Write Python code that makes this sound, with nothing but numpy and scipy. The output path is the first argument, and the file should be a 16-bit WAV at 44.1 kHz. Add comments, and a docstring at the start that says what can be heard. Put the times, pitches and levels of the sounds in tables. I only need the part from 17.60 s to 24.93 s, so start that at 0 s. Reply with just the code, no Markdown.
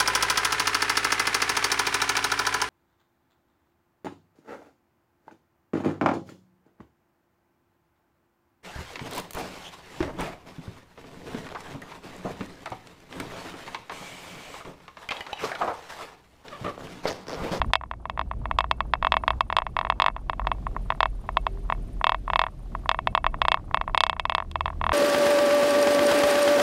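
"""Inside the cab of a vehicle rolling slowly along a rough lane, heard from a camera's microphone.
The engine sags, then picks up behind the bulkhead, over body rumble, tyre noise and a hiss of air.
As the cab flexes, a joint close to the microphone sticks and slips, in single dry clicks and in runs
of about 30-50 a second. Every slip rings the same panel, the harder the brighter.
The camera's limiter ducks everything at the hard ones and recovers slowly."""
import sys
import numpy as np
from scipy import signal
from scipy.fft import rfft, irfft, next_fast_len
from scipy.io import wavfile
from scipy.ndimage import uniform_filter1d, minimum_filter1d

SR = 44100
rng = np.random.default_rng(int(sys.argv[2]) if len(sys.argv) > 2 else 0)


def inscribe(sig):
    """Save sig as 16-bit PCM at rate SR to the path in sys.argv[1].

    A 1-D sig is mono; a 2-D sig holds one channel per row.
    Samples are clipped to [-1, 1] before scaling.
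    """
    pcm = np.round(np.clip(np.atleast_2d(sig).T, -1, 1) * 32767)
    wavfile.write(sys.argv[1], SR, pcm.astype(np.int16))


N = 323253


def undb(db):
    """Decibels to gain."""
    return 10 ** (np.asarray(db) / 20)


def unit(x):
    """Scale to rms 1."""
    return x / np.sqrt(np.mean(x ** 2))


def curves(table):
    """The columns of a (seconds, ..) table, one value a sample."""
    times, *columns = np.transpose(table)
    return [np.interp(np.arange(N) / SR, times, column) for column in columns]


def spectrum_db(points, hz):
    """Read (Hz, dB) points on a log-frequency axis."""
    point_hz, db = np.transpose(points)
    return np.interp(np.log(hz + 1), np.log(point_hz), db)


def noise(colour):
    """Noise of the given colour, rms 1."""
    size = next_fast_len(N, True)
    gain = undb(spectrum_db(colour, np.fft.rfftfreq(size, 1 / SR)))
    return unit(irfft(rfft(rng.standard_normal(size)) * gain, size)[:N])


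def walk(rate):
    """Random levels held 1 / rate seconds and smoothed twice; spread near 1."""
    hold = int(SR / rate)
    steps = np.repeat(rng.standard_normal(N // hold + 1), hold)
    return 1.292 * uniform_filter1d(uniform_filter1d(steps, hold), hold)[:N]


def causal(db):
    """Frequency response with these gains that starts at once and then dies away."""
    cepstrum = irfft(np.log(undb(db)))
    half = len(cepstrum) // 2
    cepstrum[1:half] *= 2
    cepstrum[half + 1:] = 0
    return np.exp(rfft(cepstrum))


# The air in the cab. Each row: frequency in Hz, relative level in dB.
AIR_COLOUR = [(300, -1.5), (1500, 1.5), (3500, -1.5), (6000, -7.5), (9000, -12), (11000, -12.5),
              (13500, -14), (14800, -26.5), (16000, -42.5)]


def air(level_db=-64):
    """A steady hiss of air, far in the background."""
    return undb(level_db) * noise(AIR_COLOUR)


# The colour of the jingle. 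Each row: frequency in Hz, relative level in dB.
JINGLE_COLOUR = [(4000, -58.5), (7500, -24), (8800, -8), (9400, 5.5), (10100, -14.5), (11500, -19),
                 (13500, -13.5), (15500, -47)]


def jingle(level_db=-66, gap_s=.07, pip_s=.028, count=200):
    """A faint, thin jingle near 9 kHz: short pips of one size at uneven intervals."""
    gaps = gap_s * (0.37 + rng.gamma(2, .35, count))
    starts = (np.cumsum(gaps) * SR).astype(int)
    pips = np.bincount(starts[starts < N], minlength=N)
    envelope = signal.fftconvolve(pips, np.hanning(int(pip_s * SR)), "same")
    return undb(level_db) * envelope * noise(JINGLE_COLOUR)


# A faint whine in the cab. Each row: time in seconds, pitch in Hz, level in dB.
WHINE_TRACK = [(2.8, 411, -79), (3.15, 405, -54), (3.5, 387.5, -57), (4.05, 392.3, -56), (5.1, 374, -64),
               (5.4, 311, -64.5), (5.75, 294.4, -48.5), (6.15, 291.5, -55.5), (6.5, 330, -65),
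               (7.3, 352.4, -52)]


def whine(wobble=.008, flutter_db=4.0):
    """A thin, wavering tone, perhaps from the transmission."""
    hz, db = curves(WHINE_TRACK)
    level = undb(db + flutter_db * walk(17))
    cycles = np.cumsum(hz * (1 + wobble * walk(18))) / SR
    return level * np.sin(2 * np.pi * cycles)


# The lane under the wheels. Each row: time in seconds, roughness in dB against average ground.
LANE_ROUGHNESS = [(0, -2.5), (.25, 3.5), (.85, 3), (1.2, 1), (2.5, 2), (3.1, -2.5), (4.2, -4.5),
                  (5.05, -4.5), (5.7, 1.5), (6.55, 2), (6.9, -3), (7.33, -1.5)]


def roughness_db():
    """The roughness of the passing ground, which drives grit, tyre noise and body rumble."""
    return curves(LANE_ROUGHNESS)[0]


def grit(level_db=-53.5, per_s=80, spread_db=5, band_hz=(580, 1200), t60=0.043, size=4096):
    """Small stones crunch under the tyres and reach the microphone muffled by the floor."""
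    stones = (rng.random(N) < per_s / SR) * undb(spread_db * rng.standard_normal(N))
    decay = undb(-60 * np.arange(size) / SR / t60)
    power = signal.fftconvolve(stones ** 2, decay ** 2)[:N]
    crunch = rng.standard_normal(N) * np.sqrt(np.abs(power))
    floor = signal.butter(3, band_hz, "bandpass", fs=SR, output="sos")
    return undb(level_db + roughness_db()) * unit(signal.sosfilt(floor, crunch))


# The tyres, heard from inside. Each row: frequency in Hz, relative level in dB.
TYRE_COLOUR = [(30, -30), (75, 0), (115, 2), (170, -3), (280, -8.5), (450, -16.5), (700, -19), (1100, -37),
               (1700, -40), (3000, -47.5), (6000, -64), (12000, -100)]


def tyres(level_db=-39.5, flutter_db=1.6):
    """The tyres roll with a low, fluttering noise, louder on rough ground."""
    return undb(level_db + roughness_db() + flutter_db * walk(18)) * noise(TYRE_COLOUR)


# The body's rumble around the microphone. 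Each row: frequency in Hz, relative level in dB.
BODY_COLOUR = [(4, -29), (12, -12), (20, -2), (32, 9.5), (45, 6), (65, -5), (100, -9.5), (200, -53),
               (400, -110)]


def body_rumble(level_db=-34.5, spring_share=0.7, sway_db=0.8):
    """The swaying body rumbles with the share of the roughness that the springs pass on."""
    return undb(level_db + spring_share * roughness_db() + sway_db * walk(5)) * noise(BODY_COLOUR)


# Jolts from below. Each row: middle in seconds, pitch in Hz, peak level in dB, length in seconds.
GROUND_JOLTS = [(0.092, 53.9, -21, 0.047), (2.846, 47.2, -25, 0.16), (5.48, 49.93, -28, 0.21),
                (5.698, 31, -25.5, 0.19)]


def jolts():
    """Each jolt sets the cab booming, swelling and fading in a few slow cycles."""
    t = np.arange(N) / SR
    out = np.zeros(N)
    for middle, hz, db, length in GROUND_JOLTS:
        swell = np.exp(-(2.7 * (t - middle) / length) ** 2)
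        out += undb(db) * swell * np.sin(2 * np.pi * (hz * t + rng.random()))
    return out


# The engine's speed. Each row: time in seconds, firing rate in Hz.
ENGINE_SPEED = [(0, 57), (.4, 57.1), (.7, 60.64), (1.1, 56), (1.5, 60.1), (2, 53.94), (2.4, 48.96),
                (2.9, 48.1), (3.4, 46), (4, 41.9), (5.1, 42), (5.5, 50), (5.8, 59), (6.3, 70.3),
                (6.7, 75.5), (7, 76.74), (7.33, 76.7)]
# Its orders, heard in the cab. Each row: multiple of the firing rate, relative level in dB.
ENGINE_ORDERS = [(.5, -20.5), (1, 1), (1.5, -14.5), (2, -20.5), (3, -24), (4, -24.5)]
# Its load. Each row: time in seconds, level of the boom in dB before the bulkhead.
ENGINE_LOAD = [(0, -22), (.5, -29), (.7, -23), (1.2, -31), (1.5, -25), (2.1, -31), (4, -32.5), (4.4, -28.5),
               (4.8, -35), (5.5, -30), (6.1, -39), (6.6, -32.5), (7.33, -34)]


def engine(bulkhead_db=-3.5, sway_db=1.4, rough_db=2.5, wobble=.04, smooth_hz=68):
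    """Firing orders boom through the bulkhead: lumpy at low speed, more even once the engine pulls."""
    firing_hz, = curves(ENGINE_SPEED)
    load_db, = curves(ENGINE_LOAD)
    level = undb(bulkhead_db + load_db + sway_db * walk(6))
    lumpy = 0.26 + 1 / (1 + (firing_hz / smooth_hz) ** 20)
    firings = np.cumsum(firing_hz * (1 + wobble * lumpy * walk(20))) / SR
    boom = np.zeros(N)
    for order, db in ENGINE_ORDERS:
        strength = undb(db + rough_db * lumpy * walk(30))
        boom += strength * np.sin(2 * np.pi * (order * firings + rng.random()))
    return level * unit(boom)


def cab_echoes(x, size=8192):
    """Glass and dashboard scatter the treble at once; the upholstered cab adds a short, dull tail."""
    t = np.arange(size) / SR

    def echoes(db, t60, hz, kind):
        """Dense reflections that die away."""
        tail = rng.standard_normal(size) * undb(-60 * t / t60) * (t > .0012)
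        tone = signal.butter(2, hz, kind, fs=SR, output="sos")
        return undb(db) * signal.sosfilt(tone, tail / np.sqrt(np.sum(tail ** 2)))

    glass = echoes(db=-9.5, t60=0.012, hz=2200, kind="highpass")
    upholstery = echoes(db=-33, t60=0.073, hz=1200, kind="lowpass")
    return x + signal.fftconvolve(x, glass + upholstery)[:N]


# The broad colour of the panel, close up. Each row: frequency in Hz, relative level in dB.
PANEL_COLOUR = [(300, -18), (500, -12.5), (700, -11.5), (1100, 0.0), (1450, -10), (2400, -5.5), (3700, -11),
                (4300, -21.5), (5200, -35), (6200, -43.5), (9500, -48.5), (11000, -61), (15000, -65)]
# Its resonances (+) and antiresonances (-). Each row: centre in Hz, width in Hz, gain in dB.
PANEL_RESONANCES = [(652.6, 43.6, 12.5), (738, 32, 5.5), (974, 212, 8), (1790, 450, 1), (2206, 39, -20),
                    (2365, 710, -7), (2644, 28, 4), (3058, 413, -29.5), (3080, 11, 2.5), (3196, 87, 4.5),
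                    (4105, 370, -14.5), (4830, 75, -11), (4950, 140, 5.5), (5270, 66, -12)]


def panel(hz, low_hz=340, high_hz=15000):
    """Ring of a slip, of unit energy, with bass and top treble filtered off."""
    colour_db = spectrum_db(PANEL_COLOUR, hz) - 10 * np.log10(1 + (hz / high_hz) ** 20)
    bass_cut = (1j * hz / (1j * hz + low_hz)) ** 2
    response = causal(colour_db) * bass_cut
    for centre, width, db in PANEL_RESONANCES:
        band = 1j * hz * width / (centre ** 2 - hz ** 2 + 1j * hz * width)
        response *= 1 + (undb(db) - 1) * band
    return response / np.sqrt(np.sum(irfft(response) ** 2))


# Single clicks beside the microphone. Each row: start in seconds, force in dB, extra treble in dB.
SINGLE_SLIPS = [(.0167, -3.5, 1), (.4551, -2.5, -10.5), (.4979, 0.5, 1), (.5758, -3.5, -8), (.7134, -4, -8),
                (0.8562, -4, -5.5), (0.9123, -2, -6), (1.0428, -4.5, -4), (1.1126, 4.5, 0),
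                (1.2057, -0.5, 0.5), (1.5213, 4, 0), (1.6371, -8.5, -9), (1.8077, 4, -0.5),
                (2.0666, -5.5, 0.5), (2.2296, -17, -5), (2.5007, -13.5, -7), (2.5646, -8, 0),
                (2.7959, -7.5, -4), (2.8176, -18.5, -8), (2.8502, -20.5, -4), (2.8707, -2, 2.5),
                (2.9164, -4, 0.5), (3.0677, -12, -5), (3.1649, -12.5, -14), (3.6902, -9.5, -7.5),
                (3.7705, -1, 1), (3.8673, -5, 4.5), (4.413, -12, -9), (4.8662, -8.5, 1),
                (5.1508, -12.5, -4.5), (5.2586, -17, -15), (5.3455, -6, -3), (5.3896, -4.5, -0.5),
                (5.4727, 1.5, -2.5), (5.743, -9.5, -3), (6.1116, -15.5, -11), (6.213, -2, -1),
                (6.347, 1, 0), (6.597, 2, 4), (6.6539, 0, 3.5), (6.75, 4, 2.5), (6.9143, -28.5, 42),
                (6.9569, -3, 0.5), (7.008, -5.5, 9)]
# Creaks of the same joint, runs of almost evenly spaced slips. Each row: start and end in seconds,
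# number of slips, first and last force in dB, extra treble in dB.
SLIP_RUNS = [(.135, 0.1552, 2, 14.5, 11.5, -7), (.212, .2365, 2, -5, -4.5, -8),
             (.313, 0.337, 2, 1, -8, -4.5), (.5938, .6136, 2, 1, -2, -2), (.9874, 1.0066, 2, 7, 3.5, -2.5),
             (1.3367, 1.354, 2, 4.5, -9.5, -4.5), (1.4265, 1.4695, 3, -0.5, 0.5, -1),
             (1.541, 1.5683, 2, -1, 1.5, -1), (1.6796, 1.7054, 2, 1, -1.5, 1.5),
             (1.9012, 1.9263, 2, -4, -0.5, 1), (1.967, 1.9858, 2, 5.5, 3.5, 1),
             (2.0017, 2.02, 2, -13, -5, -1), (2.1667, 2.2126, 3, -1, -4, 0),
             (2.2497, 2.2696, 2, -5, -11, -1.5), (2.3007, 2.3233, 2, 4, -5, -3.5),
             (2.4, 2.4421, 3, 1.5, -2, 1.5), (2.4627, 2.483, 2, 5, 1.5, -2.5),
             (2.6974, 2.7324, 2, -2, -11, 2.5), (3.3038, 3.3221, 2, -4.5, -12, 2),
             (3.4057, 3.457, 3, 1.5, -3, -0.5), (4.1003, 4.1239, 2, -6, -6.5, 1),
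             (4.443, 4.5459, 5, 2, -5.5, 2), (4.679, 4.7013, 2, -12, -7, 1.5),
             (4.7344, 4.7587, 2, -5, -3, 4.5), (4.7932, 4.8385, 3, 3, -3.5, 3),
             (5.2925, 5.3149, 2, 4, 0.5, 1), (5.5507, 5.5764, 2, 5, 1, -3.5),
             (5.6434, 5.6655, 2, -2, 2, -2.5), (5.8176, 5.852, 2, 1.5, -2.5, 0),
             (5.8834, 5.9186, 2, 5, 5, 0), (5.9434, 5.973, 2, 1, -12, 2), (6.1447, 6.1726, 2, 4, -1.5, -1),
             (6.2782, 6.2967, 2, -7, -15.5, -4.5), (6.3767, 6.4368, 3, 7.5, 8.5, -0.5),
             (6.4663, 6.4968, 2, 4, 5.5, 1), (6.53, 6.566, 2, -4, -10, 2), (6.6971, 6.722, 2, 2.5, -2, 0.5),
             (6.7817, 6.824, 3, -0.5, -12.5, 0.5), (7.058, 7.1027, 3, -5, -15, 5.5),
             (7.214, 7.3193, 5, -9.5, -5, 4.5)]


def slips(swell_db=1.36, uneven_db=1.44, uneven_s=.0008, settle_share=.25, settle_s=.023,
          settle_db=-27, settle_spread_db=5.5, creep_count=12, creep_db=-33.5, creep_spread_db=3.5):
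    """The joint sticks and slips as the cab flexes: every slip as (seconds, force dB, extra treble dB)."""
    rows = list(SINGLE_SLIPS)
    for start, end, number, first_db, last_db, extra_db in SLIP_RUNS:
        for progress in np.linspace(0, 1, round(number)):
            # mid-creak the load swells, and slips come a little early or late, weak or strong
            middle = np.sin(np.pi * progress)
            late, strength = rng.uniform(-1, 1, 2)
            time = start + progress * (end - start) + middle * uneven_s * late
            ramp_db = first_db + progress * (last_db - first_db)
            rows.append((time, ramp_db + middle * (swell_db + uneven_db * strength), extra_db))
    # after a click or creak the joint may settle with one weak slip
    ends = [row[0] for row in SINGLE_SLIPS] + [row[1] for row in SLIP_RUNS]
    for end, (chance, late, strength) in zip(ends, rng.random((len(ends), 3))):
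        if chance < settle_share:
            time = end + settle_s * (.75 + late / 2)
            rows.append((time, settle_db + settle_spread_db * (2 * strength - 1), 0))
    # at random moments it creeps in faint ticks
    for moment, strength in rng.random((creep_count, 2)):
        rows.append((moment * N / SR, creep_db + creep_spread_db * (2 * strength - 1), 0))
    return [row for row in rows if row[0] < N / SR]


def creaking_joint(gain_db=12, treble_db=-2.5, treble_per_force=1.29, dullest_db=-25.5, edge_hz=2600,
                   crack_hz=6000, scatter_db=1.91, catch_db=-22.0, catch_s=0.0047, size=8192):
    """Each slip kicks the panel: a hard one reaches its upper modes, a soft one only knocks near 1 kHz."""
    hz = np.fft.rfftfreq(size, 1 / SR)
    ring = panel(hz)
    shelves = sum(1 - 1 / (1 + (hz / corner) ** 6) for corner in (edge_hz, crack_hz))
    scatter_hz = np.geomspace(400, 16000, 12)
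    events = slips()
    shifts = rng.standard_normal((len(events), len(scatter_hz)))
    catches = rng.random((len(events), 2))
    out = np.zeros(N + size)
    for (time, force_db, extra_db), shift, (late, grip) in zip(events, shifts, catches):
        sharp_db = max(treble_db + treble_per_force * force_db, dullest_db) + extra_db
        # the point of contact wanders, so no two slips have quite the same colour
        wander_db = scatter_db * np.interp(hz, scatter_hz, shift) * np.minimum(2 * hz / edge_hz, 1)
        kick = causal(sharp_db * shelves + wander_db)
        # the joint catches again a few milliseconds later, softer and duller
        delay = np.exp(-2j * np.pi * hz * catch_s * (0.293 + late))
        catch = undb(catch_db + 20 * (grip - .5)) * delay / (1 + 1j * hz / edge_hz)
        start = max(int(time * SR), 0)
        out[start:start + size] -= undb(force_db + gain_db) * irfft(ring * kick * (1 + catch))
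    return out[:N]


def scene():
    """One microphone in the cab: the creaking joint close by, over engine, lane and air."""
    background = engine() + body_rumble() + tyres() + grit() + air() + jingle()
    joint = cab_echoes(creaking_joint())
    return (background + jolts() + whine() + joint)[None]


def limiter(x, ceiling_db=-9.5, release_db_per_s=14.5, ahead_s=0.018):
    """Looks ahead, ducks at once to hold the 2 ms level at the ceiling, and recovers at a steady rate."""
    power = uniform_filter1d(x ** 2, size=88)
    over_db = np.maximum(10 * np.log10(np.maximum(power, 1e-12)) - ceiling_db, 0)
    recovery = release_db_per_s * np.arange(N) / SR
    duck_db = np.maximum.accumulate(over_db + recovery) - recovery
    ahead = int(ahead_s * SR)
    gain_db = minimum_filter1d(-duck_db, ahead, origin=-(ahead // 2) + 1)
    return x * undb(uniform_filter1d(gain_db, size=256))


def record(dry, hiss_db=-78.5, top_hz=16500):
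    """The camera limits the level, adds a faint hiss of its own, clips at full scale and cuts the top."""
    own_hiss = undb(hiss_db) * noise([(1000, -1), (9000, -2.5), (12500, -8.5), (15000, -30)])
    clipped = np.clip(limiter(dry[0]) + own_hiss, -1, 1)
    top_cut = signal.ellip(8, .2, 70, top_hz, fs=SR, output="sos")
    return signal.sosfilt(top_cut, clipped)[None]


dry = scene()
out = record(dry)
inscribe(out)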